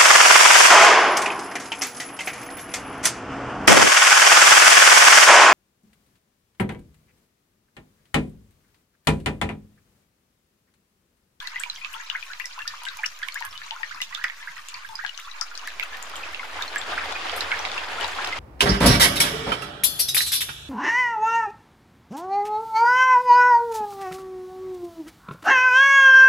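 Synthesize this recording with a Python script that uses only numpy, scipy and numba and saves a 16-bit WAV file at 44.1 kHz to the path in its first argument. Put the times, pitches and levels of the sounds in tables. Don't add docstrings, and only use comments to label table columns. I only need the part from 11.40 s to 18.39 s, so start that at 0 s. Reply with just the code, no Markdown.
import sys
import numpy as np
from scipy import signal
from scipy.fft import rfft, irfft, next_fast_len
from scipy.io import wavfile
from numba import njit

SR = 44100
rng = np.random.default_rng(int(sys.argv[2]) if len(sys.argv) > 2 else 0)


def output_pcm(signal):
    pcm = np.clip(np.atleast_2d(signal).T, -1, 1) * 32767
    wavfile.write(sys.argv[1], SR, np.round(pcm).astype(np.int16))


N = 308259

# t/s, level/dB (before a common lift), left-right/dB
IMPACTS = [(0.07, -35, 1), (0.197, -27, 8), (0.235, -31, -5), (.5307, -35, 10), (.699, -34, 0),
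           (0.767, -36, 4), (0.998, -26, -4), (1.055, -30, -5), (1.191, -34, -12), (1.277, -30, 10),
           (1.435, -30, 7), (1.453, -28, 7), (1.5708, -28, 4), (1.6336, -34, 2), (1.6584, -33, -4),
           (1.79, -32, 4), (1.8842, -29, -8), (1.944, -24, 8), (2.0057, -27, 0), (2.0513, -23.5, 3),
           (2.6157, -23, 8), (2.7464, -29.5, -8), (2.84, -23, 3), (3.2859, -32, 12), (3.49, -34.5, -2),
           (3.5545, -34, -12), (3.7994, -30, -3), (4.0126, -43, -1), (4.274, -22, 6), (4.398, -30.5, -9),
           (4.4353, -27, 8), (4.5704, -31, -16), (4.6253, -32, 14), (4.697, -32, 0), (4.757, -28, 7),
           (5.222, -29, -12), (5.3582, -25.5, 7), (5.723, -33, 2), (5.9638, -35, 5), (6.01, -27, 4),
           (6.385, -38, 0), (6.445, -42, 0), (6.563, -46, -6), (6.6087, -29, 5), (6.645, -41, -4),
           (6.6793, -33, 9), (6.85, -30, 1), (6.861, -32, -4), (6.875, -25, -5)]
# t/s, level/dB
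TRICKLE_LEVEL = [(0, -46.5), (.4, -52.5), (.55, -45.5), (1.1, -52.5), (1.25, -43.5), (1.7, -49),
                 (2.0, -45.5), (2.4, -46), (2.68, -46.5), (2.9, -46), (3.05, -48), (3.8, -49), (4.4, -46.5)]
# t/s, level/dB
GUSH_FLOW = [(3.87, -46.5), (4.84, -44), (5.12, -46.5), (5.17, -41.5), (5.3, -45), (5.49, -40),
             (5.525, -36.5), (5.56, -40.5), (5.84, -39.5), (5.94, -38), (6.1, -38.5), (6.5, -40),
             (6.63, -36.5), (6.72, -39.5), (6.86, -39.5), (6.99, -40.5)]
# f/Hz, level/dB (per Hz)
HISS_SPECTRUM = [(180, -64), (300, -20), (968, -9.5), (1890, 3), (2310, -13), (5070, -8), (9910, -21.5),
                 (13800, -18.5), (15300, -32), (16400, -51)]
RUSH_SPECTRUM = [(76, -53), (130, -17.5), (771, -2), (2160, -5), (2490, -1), (3740, -13), (8230, -25.5),
                 (12100, -42), (15100, -44), (16400, -55)]
RUMBLE_SPECTRUM = [(20, 6), (40, -31), (62, -1), (80, 14), (110, -25), (150, -52)]
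FAR_RUMBLE_SPECTRUM = [(20, -4), (40, -12.5), (75, -0.5), (110, -9.5), (155, -15.5), (220, -21.5),
                       (300, -21)]
# f/Hz, coefficient [0 to 1]
EAR_CORRELATION = [(60, 0.75), (130, 0.6), (300, 0.35), (500, 0.59), (1600, 0.56), (5000, 0.46),
                   (15000, 0.028)]
# t/s, offset [full scale = 1]
ZERO_LINE = [(0, .00475), (3.872, .00475), (3.877, .0089), (7, .0089)]
# t/s, level/dB, lowest f/Hz, decay time/ms
SPRAY_EVENTS = [(0.072, -47, 3000, 13), (0.531, -44.5, 3500, 23), (.2, -52, 6000, 15),
                (1.845, -58, 5500, 15), (2.048, -41, 9100, 18), (2.63, -46, 3500, 18),
                (3.288, -63, 5500, 11), (1.278, -44, 4000, 11), (1.66, -48, 4500, 18),
                (4.014, -54, 4300, 20), (4.757, -49, 5000, 28), (5.962, -35, 8000, 25)]
# t/s, level/dB, f/Hz, fade/ms
HEAVES = [(2.615, -52, 169, 22), (2.8391, -43, 260, 2.3)]
# t/s, level/dB, f/Hz, fade/ms, left-right/dB
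STRUCK_BUBBLES = [(.0025, -28, 3600, 3.1, 8.5), (0.073, -19.5, 4070, 2.1, 7.5),
                  (0.1593, -21.5, 2020, 6.3, 3.5), (.2, -18, 8040, 1.1, -2), (.2155, -34, 3270, 2.2, -5),
                  (0.216, -28, 8100, 1.4, -0.5), (0.236, -21.5, 2410, 3, -16), (0.2991, -20, 4170, 5.7, -5),
                  (0.354, -31, 6000, 2, 1.5), (0.3605, -27, 3250, 2, -1.5), (0.4474, -22.5, 2570, 3.5, -17),
                  (0.611, -36.5, 6700, 2.5, 6), (0.6999, -19, 3020, 3.2, 16), (0.7008, -35, 4300, 1.1, 18),
                  (.81, -35, 3250, 1.7, 3), (0.8272, -28.5, 2500, 3.3, 17.5), (0.9351, -28, 2060, 1.3, -13),
                  (0.933, -28, 4140, 1.8, -6.5), (0.9994, -27, 1980, 4.3, 19.5),
                  (1.017, -37, 2690, 5.3, 5.5), (1.0427, -30, 2030, 12, 7), (1.057, -21.5, 5700, 1.8, -11),
                  (1.128, -40, 4430, 9, 3), (1.1905, -30.5, 2700, 3.8, -13.5), (1.219, -33, 2720, 9.7, 16),
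                  (1.2775, -17.5, 4700, 2, -3), (1.28, -24.5, 3750, 2.8, -2), (1.278, -24.5, 5460, 2.8, -1),
                  (1.4186, -36, 1000, 10, 6), (1.4345, -37, 1002, 21, 0), (1.453, -23, 2900, 1.9, 0),
                  (1.4608, -32, 7500, 1.7, 1.5), (1.467, -35, 1616, 14.5, 26),
                  (1.477, -28.5, 2000, 7.1, -9), (1.486, -23, 3880, 2.4, 10.5),
                  (1.5725, -33, 6430, 1.4, 0.5), (1.589, -31, 2410, 7.1, -3), (1.641, -38, 1580, 9, -4),
                  (1.6585, -24.5, 2940, 3.8, 7), (1.6614, -18, 5600, 2.3, 12.5), (1.76, -45, 6740, 1.3, -4),
                  (1.818, -30, 2080, 4.7, 5), (1.832, -24.5, 3400, 1.8, 1), (1.831, -30, 4430, 1.2, 11),
                  (1.8442, -35, 2000, 6.1, -3), (1.886, -22, 2200, 2, -16.5),
                  (1.9229, -28.5, 4320, 2.2, 10), (1.95, -41, 7000, 3.6, 7.5), (1.996, -29, 4270, 1.4, 3),
                  (2.024, -22, 1810, 2.8, 10), (2.128, -28.5, 3050, 0.71, 1.5), (2.11, -38, 5540, 5.5, 2),
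                  (2.1776, -25, 3600, 1.2, 10), (2.217, -27, 1750, 5.7, 5), (2.265, -31, 7100, 0.85, 2),
                  (2.281, -34, 2220, 4.2, -2), (2.309, -18.5, 3050, 1.9, 8), (2.432, -19, 1860, 5.8, 10.5),
                  (2.472, -49, 2550, 7.3, -4), (2.5462, -34, 5100, 2.6, 8), (2.604, -25, 2070, 6.9, 7),
                  (2.618, -17.5, 5800, 0.56, -3), (2.6176, -17.5, 2870, 4.2, -6.5),
                  (2.625, -24, 3630, 6, 7.5), (2.6375, -29, 6260, 1.7, -4.5), (2.726, -29.5, 1960, 6.1, -6),
                  (2.749, -18.5, 3500, 2.1, -13), (2.7487, -28, 4300, 1.8, -8), (2.842, -12, 1894, 4.2, -3),
                  (2.843, -25, 5140, 1, -12), (2.882, -36, 3400, 2, -18), (2.899, -23.5, 1870, 6.4, -9),
                  (3.028, -30.5, 2100, 4.4, 6), (3.167, -31, 1970, 4.4, -6), (3.18, -31.5, 2680, 1.2, 3),
                  (3.286, -28.5, 2850, 1.8, -1), (3.286, -22, 7160, 0.97, 1), (3.342, -24.5, 4670, 2.1, 3),
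                  (3.3467, -28.5, 2420, 4.2, 3.5), (3.489, -36, 3550, 2.4, 1),
                  (3.5546, -26, 4800, 3.7, -11), (3.611, -34, 1630, 8.9, 5),
                  (3.6488, -18.5, 1690, 6.4, 9.5), (3.664, -20.5, 3370, 1.2, -4),
                  (3.6656, -29, 4400, 1.2, 8), (3.68, -33, 3020, 5.6, 12), (3.693, -37.5, 2920, 4.6, 33),
                  (3.776, -29, 6200, 3, 1), (3.7766, -27.5, 3020, 1.9, 12), (3.7755, -32, 5230, 1.5, 9),
                  (3.849, -34, 3530, 2.6, 1), (3.913, -36, 4070, 5.1, 14), (4.012, -13.5, 4970, 1.6, 9.5),
                  (4.0132, -20.5, 5760, 1.8, 8.5), (4.0168, -22, 1365, 4.7, 5),
                  (4.153, -23, 4320, 1.6, 3.5), (4.176, -22, 5000, 1.5, 7), (4.1765, -37, 5940, 1.5, 18),
                  (4.194, -33, 2930, 3.5, 11), (4.2758, -22.5, 1720, 5.4, -2), (4.285, -33, 3900, 3.6, 10),
                  (4.304, -29, 2570, 2.1, -2), (4.3974, -15, 2250, 2.4, -7.5), (4.428, -21, 2660, 5.6, 10),
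                  (4.4465, -44, 9200, 1.5, 16), (4.571, -37, 2320, 3.6, -17), (4.627, -21.5, 7000, 0.65, 8),
                  (4.757, -25, 3080, 2, 1.5), (4.765, -24, 7300, 1.6, -3), (4.833, -27, 2650, 5.2, 1.5),
                  (4.866, -29.5, 1240, 3.4, 3.5), (4.9464, -20, 2700, 2.3, -7),
                  (4.995, -24.5, 2160, 4.7, 3), (5.031, -27.5, 1420, 4.9, 6), (5.192, -24.5, 934, 2.4, 3),
                  (5.2235, -20, 3820, 2.4, -14), (5.2232, -29, 4460, 1.8, -16), (5.279, -25, 4260, 2.5, 1),
                  (5.36, -15.5, 1780, 6, -4), (5.382, -26, 7530, 4.7, 7), (5.415, -28, 3540, 2.6, 16),
                  (5.516, -29.5, 3790, 3, -11), (5.6145, -26.5, 1620, 7.9, 8), (5.725, -21, 4000, 1.8, 6),
                  (5.726, -31, 735, 5.7, 9), (5.754, -26, 2550, 7.9, -2.5), (5.896, -21, 3290, 1.9, -12),
                  (5.918, -24, 4900, 1.2, -5), (6.0074, -17, 4030, 1.4, -11.5),
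                  (6.0082, -22, 5000, 1.7, -3), (6.1173, -13, 2200, 5.8, -3), (6.15, -24, 1980, 2.7, 3),
                  (6.192, -23.5, 5700, 3, -3), (6.1983, -24.5, 900, 4.6, 8), (6.252, -20, 3960, 2.2, -2.5),
                  (6.2517, -21, 2210, 1.9, -18), (6.287, -31, 3670, 4.3, 11), (6.317, -31, 4520, 4.2, 8.5),
                  (6.317, -19.5, 3600, 1.9, 3.5), (6.379, -18.5, 2730, 5.1, -5),
                  (6.611, -23.5, 3010, 3.3, 18), (6.645, -20, 3930, 1.9, 11),
                  (6.6787, -30.5, 7400, 2.7, 8.5), (6.72, -34, 7700, 1.7, 2), (6.7865, -23, 890, 1.2, 9),
                  (6.846, -20, 1156, 1.5, 5), (6.845, -18.5, 2800, 1.8, -5), (6.846, -22, 3870, 1.7, -4),
                  (6.848, -21, 5240, 1.4, 5), (6.873, -27, 4120, 2.1, 13), (6.875, -28, 770, 4.7, 11),
                  (6.9262, -20.5, 2140, 6.6, 2.5)]
# t/s, level/dB, f/Hz, glide/(octaves per s), fade/ms, left-right/dB
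SOFT_BUBBLES = [(0.012, -34, 1620, 5, 12, 4), (.053, -38.5, 1930, 2.5, 11, -18),
                (0.0734, -27, 1810, 1, 2.3, -4), (0.169, -36, 2150, 29, 19, 1.5),
                (0.202, -31.5, 1427, 26, 16, 6), (0.258, -37.5, 995, -2.5, 25, -6),
                (.379, -38, 2140, 0, 10, -2), (0.414, -34.5, 2420, 3, 40, 6.5),
                (.454, -38, 1115, 17, 11, 8), (0.536, -33.5, 2480, 46, 7.4, 14.5),
                (.547, -38.5, 1296, 4, 38, 4), (.598, -36, 1546, 24.5, 14, 13.5),
                (0.704, -33.5, 1330, 35, 7.6, -2), (0.7496, -20, 1543, 47, 8.6, 4.5),
                (0.861, -46, 1110, -2.5, 19, -3), (0.8998, -33, 1394, 11.5, 24, 4.5),
                (1.0, -32, 1890, 40, 11.9, 16), (1.162, -37, 1400, -8, 6.9, 0),
                (1.177, -33, 870, 45, 22, 7), (1.2035, -29, 1690, 0, 8, 5), (1.252, -35, 1236, 23, 16, 6),
                (1.267, -36, 1790, 0.5, 41, 3), (1.336, -33.5, 916, 64, 18, 4),
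                (1.59, -36, 881, -0.5, 22, -9), (1.6337, -18, 1513, 77.5, 10.2, -3),
                (1.827, -22, 1520, 31, 9.3, -5), (1.874, -37, 1047, 7, 11, -8),
                (1.956, -24.5, 1546, 25.5, 17, 4), (2.0092, -28, 933, -1, 8.7, 6),
                (2.043, -33, 1680, -1, 26, -7), (2.129, -40, 1250, 0.5, 12, 8),
                (2.152, -36, 2880, 2, 18, -3), (2.3134, -31.5, 913, -1.5, 19, -6),
                (2.346, -37, 980, 10, 12, 1), (2.362, -28.5, 1415, -6, 4, 4),
                (2.398, -42.5, 898, 0, 33, 14), (2.5093, -30.5, 1295, 36, 17, -9),
                (2.545, -36, 996, 45, 29, 4), (2.57, -38, 1200, 29, 17, 7),
                (2.707, -43.5, 1000, 8.5, 45, -13), (2.774, -32.5, 1320, 15.5, 22, -5),
                (2.8132, -28, 1610, 30, 7.2, -6), (2.846, -21, 1330, 51, 6.6, -4),
                (3.003, -39, 1730, 2.5, 25, 5), (3.031, -44, 990, -1, 12, 14),
                (3.073, -25, 1466, 41, 11, -3), (3.169, -37.5, 1110, 33, 21, 4),
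                (3.1903, -37, 1186, 3.5, 11, 2), (3.447, -30.5, 1670, -1, 7.1, -11),
                (3.4906, -40, 911, -1.5, 47, 10), (3.5265, -43.5, 927, -0.5, 27, 4),
                (3.5902, -24.5, 1405, 44, 8.2, -7.5), (3.624, -33.5, 1740, 10, 21, 3),
                (3.6388, -31, 857, 14, 6.8, 6), (3.743, -38, 3300, 54, 6.1, 10),
                (3.76, -51, 1116, 2, 41, 2), (3.786, -35.5, 1250, 70, 21, 2.5),
                (3.846, -42.5, 1144, 0.5, 38, -3), (3.872, -35.5, 973, 42, 22.6, 6),
                (3.995, -44, 820, 25, 17, 5), (4.112, -34, 1410, 2, 11, -7),
                (4.2252, -36.5, 892, 31, 35, 4), (4.429, -29, 1270, 33, 8.1, 5),
                (4.525, -33, 1690, 4.5, 22, 4), (4.736, -30, 1240, 17, 8.4, 8),
                (5.207, -27.5, 1393, 40, 18, 6.5), (5.518, -23, 730, 6, 3, 7),
                (5.521, -28.5, 1202, 0.5, 14, 0), (5.529, -24, 1710, -27, 5.2, 5),
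                (5.576, -18, 1255, 85, 10.2, -3), (5.928, -14, 446, 31, 5.5, -3),
                (6.014, -29.5, 1670, 47, 3.7, 22.5), (6.109, -28, 1500, 53, 2.3, 15),
                (6.122, -21, 1360, 19.5, 16.6, -5), (6.58, -32.5, 1290, 14, 70, 5),
                (6.632, -25, 980, 0, 2.1, 1), (6.6439, -21, 960, -8, 2.3, 9),
                (6.785, -30, 1262, 25.5, 32, 6)]

HISS_DB, FAR_RUMBLE_DB = -49.5, -70.5
LUMP_DB, LUMP_SPLIT_HZ = 14, 95
RUMBLE_DB, RUMBLE_FOLLOWS = -54, 0.92
SURGE_DB, SURGES_PER_S, GUSH_CLUMP_DB = 1.2, 20, 1.5
GUSH_START_S, GUSH_OPENING_S = 3.87, 1.23
SHARED_FLICKER = .2
WAVER, FLUTTER = .013, 22.
CLEAR_ROUGH = 1.7
TICK_S, TICK_LIFT_DB, TICK_BAND_HZ = .0006, 3.5, [1810, 10400]
SMALL_CLUMP_DB, SMALL_CLUMPS_PER_S = 3.5, 12.3
TINY_DB, TINY_CLUMP_DB, TINY_CLUMPS_PER_S = -49, 2.5, 8.3
STRUCK_SWELL_MS, STRUCK_GLIDE, SOFT_SWELL_MS = 0.14, -3, 1.87
SNAP_DB, SNAP_CYCLES, SNAP_OCTAVES = -1, 2.5, .42
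TAIL_DB, TAIL_OCTAVES, TAIL_CYCLES = -16.5, .5, 5.5
POOL_LOW_HZ = 640
HOLLOW_T60_S, HOLLOW_DB, WALL_CUT_HZ = 0.11, -14.5, 4600
CUTOFF_HZ = 16600


def from_db(db):
    return 10 ** (np.asarray(db) / 20)


def rms_one(x):
    return x / np.sqrt(np.mean(x ** 2) + 1e-20)


def in_time(rows):
    s, *columns = np.transpose(rows)
    return [np.interp(np.arange(N) / SR, s, c) for c in columns]


def at_hz(points, hz):
    table = np.array(points)
    return np.interp(np.log(hz), np.log(table[:, 0]), table[:, 1])


def bandpass(x, order, band_hz):
    return signal.sosfilt(signal.butter(order, band_hz, "band", fs=SR, output="sos"), x)


def steep(x, hz, kind):
    return signal.sosfilt(signal.butter(5, hz, kind, fs=SR, output="sos"), x)


def drift(rate):
    step = 40
    pole = np.exp(-2 * np.pi * rate * step / SR)
    white = rng.standard_normal(N // step + 2002)
    slow = signal.lfilter([1], [1, -2 * pole, pole * pole], white)[2000:]
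    return np.interp(np.arange(N) / step, np.arange(len(slow)), rms_one(slow))


def banded_noise(spectrum, low_hz, high_hz, patchy_db, flicker):
    out, together = 0, drift(flicker)
    edges = 20 * 2 ** np.arange(0, 10, .5)
    edges = edges[(edges >= low_hz) & (edges <= high_hz)]
    white = rng.standard_normal((2, 2, N))
    for k, (low, high) in enumerate(zip(edges, edges[1:])):
        mid, side = bandpass(white[k % 2], 2, [low, high])
        hz = np.sqrt(low * high)
        alike = np.clip(at_hz(EAR_CORRELATION, hz), 0, 1)
        fluctuation = SHARED_FLICKER * together + drift(flicker)
        gain = from_db(at_hz(spectrum, hz) + patchy_db * fluctuation)
        out = out + gain * (np.sqrt(1 + alike) * mid + np.sqrt(1 - alike) * side * [[1], [-1]])
    return rms_one(out)


@njit
def sing(rows, waver, flutter, fade_db, lag_per_db, sr):
    n = len(waver)
    out = np.zeros((2, n))
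    for s, db, hz, glide, swell, fade, pan in rows:
        swell, fade = max(swell, .05) * sr / 1000, max(fade, .2) * sr / 1000
        onset = int(s * sr)
        for ear in range(2):
            side = pan if ear == 0 else -pan
            start = int(s * sr + max(0., -side) * lag_per_db)
            gain, phase = 10 ** ((db + side / 2) / 20), 0.
            for i in range(min(int(swell + 2.5 * fade), n - start)):
                octaves = glide * min(i, swell + fade) / sr
                pitch = hz * 2 ** octaves * (1 + waver[onset + i - 1])
                phase += 2 * np.pi * min(pitch, .4 * sr) / sr
                age = (i - swell) / fade
                shape = i / swell if i < swell else 10 ** (-fade_db * age * max(age, 1.) / 20)
                level = 1 + flutter * min(max(age, 0.), 1.) * waver[n - 1 - onset - i]
                out[ear, start + i] += gain * shape * level * np.sin(phase)
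    return out


def swarm(count, low_hz, high_hz, cycles, spread_db, climb, pan_db):
    when, size, loud, life, up, where = rng.random((count, 6)).T
    hz = low_hz * (high_hz / low_hz) ** size
    fade = 1000 * cycles / hz * (0.5 + 1.116 * life)
    level_db = -spread_db * np.log(loud + .03)
    glide = climb * up ** 3 * 1000 / fade
    rows = np.c_[when * N / SR, level_db, hz, glide, .3 * fade * life, fade, pan_db * (2 * where - 1)]
    return rms_one(sing(rows, WAVER * drift(163.0), FLUTTER, 3.1, 1., SR))


def far_rumble():
    noise = banded_noise(FAR_RUMBLE_SPECTRUM, 19, 330, patchy_db=4.0, flicker=12.0)
    far = from_db(FAR_RUMBLE_DB) * steep(noise, 440, "low")
    ear_lift_db = [[6], [1]]
    lumps = from_db(LUMP_DB * np.minimum(drift(8.0), .2) + ear_lift_db)
    return steep(far, LUMP_SPLIT_HZ, "low") + lumps * steep(far, LUMP_SPLIT_HZ, "high")


def hiss():
    noise = banded_noise(HISS_SPECTRUM, 300, 21000, patchy_db=2.5, flicker=20.0)
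    return from_db(HISS_DB) * steep(noise, 410, "high")


def hollow(x):
    size = next_fast_len(N + SR)
    w = 2 * np.pi * np.arange(size // 2 + 1) / size
    dull = 1 / (1 + 1j * w * SR / (2 * np.pi * WALL_CUT_HZ))
    lags = rng.uniform(0.0037, .021, (2, 8)) * SR
    echo = np.zeros((2, len(w)), complex)
    for ear in range(2):
        for k, lag in enumerate(lags[ear]):
            round_gain = from_db(-60 * lag / SR / HOLLOW_T60_S)
            loop = round_gain * np.exp(-1j * w * lag) * dull ** (lag / SR / 0.33)
            echo[ear] += (-1) ** k * loop / (1 - loop)
    return irfft(echo * rfft(x.mean(0), size), size)[:, :N]


def rumble(flow_db):
    noise = banded_noise(RUMBLE_SPECTRUM, 19, 170, patchy_db=1.5, flicker=1.8)
    level_db = RUMBLE_DB + RUMBLE_FOLLOWS * (flow_db - flow_db[-1])
    return from_db(level_db) * steep(noise, 114, "low")


def gush(flow_db):
    churn = swarm(count=8000, low_hz=697.0, high_hz=4470, cycles=5.97, spread_db=4.5, climb=0.54, pan_db=11.5)
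    crackle = swarm(count=8000, low_hz=1200, high_hz=5500, cycles=2.7, spread_db=3.0, climb=0., pan_db=12.0)
    rush = steep(banded_noise(RUSH_SPECTRUM, 110, 21000, patchy_db=2.0, flicker=48.0), 187, "high")
    churn = from_db(GUSH_CLUMP_DB * drift(19.0)) * churn
    crackle = from_db(GUSH_CLUMP_DB * drift(27.0)) * crackle
    flow = from_db(flow_db + SURGE_DB * drift(SURGES_PER_S))
    return flow * (from_db(5.5) * rush + churn + crackle)


def sprays():
    out, t = np.zeros((2, N)), np.arange(4000) / SR
    for (s, db, hz, dying), noise in zip(SPRAY_EVENTS, rng.standard_normal((len(SPRAY_EVENTS), 2, 4000))):
        mist = bandpass(noise, 4, [hz, 13500])
        envelope = (1 - np.exp(-t / 0.00047)) * np.exp(-1000 * t / dying)
        at = round(s * SR)
        out[:, at:at + 4000] += from_db(db) * rms_one(mist) * envelope
    return out


def thumps():
    rows = np.array([(s, db, hz, 0, .5, fade, 0) for s, db, hz, fade in HEAVES], float)
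    return sing(rows, np.zeros(N), 0., 20.0, 0., SR)


def trickle():
    small = swarm(count=5000, low_hz=900, high_hz=2800, cycles=11.5, spread_db=3.8, climb=0.7, pan_db=13.5)
    tiny = swarm(count=10000, low_hz=2200, high_hz=7000, cycles=7.0, spread_db=2.8, climb=0.1, pan_db=12.0)
    small_db = in_time(TRICKLE_LEVEL)[0] + SMALL_CLUMP_DB * drift(SMALL_CLUMPS_PER_S)
    tiny_db = TINY_DB + TINY_CLUMP_DB * drift(TINY_CLUMPS_PER_S)
    return from_db(small_db) * small + from_db(tiny_db) * tiny


def ticks():
    out, t = np.zeros((2, N + 300)), np.arange(300) / SR
    for (s, db, pan), (shared, *own) in zip(IMPACTS, rng.standard_normal((len(IMPACTS), 3, 300))):
        burst = (shared + 2.1 * np.array(own)) * np.exp(-t / TICK_S)
        snap = bandpass(burst, 1, TICK_BAND_HZ)
        gain = from_db(db + TICK_LIFT_DB + np.array([[pan / 2], [-pan / 2]]))
        at = round(s * SR)
        out[:, at:at + 300] += gain * snap / abs(snap).max()
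    return out[:, :N]


def clear_bubbles():
    struck = [(s, db, hz, STRUCK_GLIDE, STRUCK_SWELL_MS, fade, pan) for s, db, hz, fade, pan in STRUCK_BUBBLES]
    soft = [(s, db, hz, glide, SOFT_SWELL_MS, fade, pan) for s, db, hz, glide, fade, pan in SOFT_BUBBLES]
    bubbles = np.array(struck + soft, float)
    s, db, hz, glide, swell, fade, pan = bubbles.T

    snap_db = db + SNAP_DB - 4 * swell
    snap_glide = -SNAP_OCTAVES * hz / SNAP_CYCLES
    snaps = np.c_[s, snap_db, hz * 2 ** SNAP_OCTAVES, snap_glide, 500 / hz, 1000 * SNAP_CYCLES / hz, pan]

    late, size, loud, life, where = rng.random((len(bubbles), 26, 5)).T
    late = 0.0036 + 0.045 * late ** 1.9
    tail_hz = hz * 2 ** (TAIL_OCTAVES * (size - .45))
    tail_db = db + TAIL_DB - 200 * late - 6 * loud
    tail_fade = TAIL_CYCLES * 1000 * (1 + life) / tail_hz
    tail_pan = 0.54 * pan + 12 * (where - .5)
    tails = np.array([s + late, tail_db, tail_hz, 8 * life ** 3, 0.093 + 0 * late, tail_fade, tail_pan])
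    rows = np.vstack([bubbles, snaps, tails.reshape(7, -1).T])
    return sing(rows, CLEAR_ROUGH * WAVER * drift(154.0), FLUTTER, 6.4, 0.88, SR)


def scene():
    flow_db, = in_time(GUSH_FLOW)
    opening = np.clip((np.arange(N) / SR - GUSH_START_S) / GUSH_OPENING_S, 0, 1)
    background = far_rumble() + hiss()
    flowing = opening * (rumble(flow_db) + gush(flow_db))
    splashes = sprays() + thumps()
    pool = steep(trickle() + ticks() + clear_bubbles(), POOL_LOW_HZ, "high")
    return background + flowing + splashes + pool + from_db(HOLLOW_DB) * hollow(pool)


def record(dry):
    low_passed = signal.sosfilt(signal.cheby2(12, 70, CUTOFF_HZ, fs=SR, output="sos"), dry)
    return low_passed + in_time(ZERO_LINE)[0]


dry = scene()
out = record(dry)
output_pcm(out)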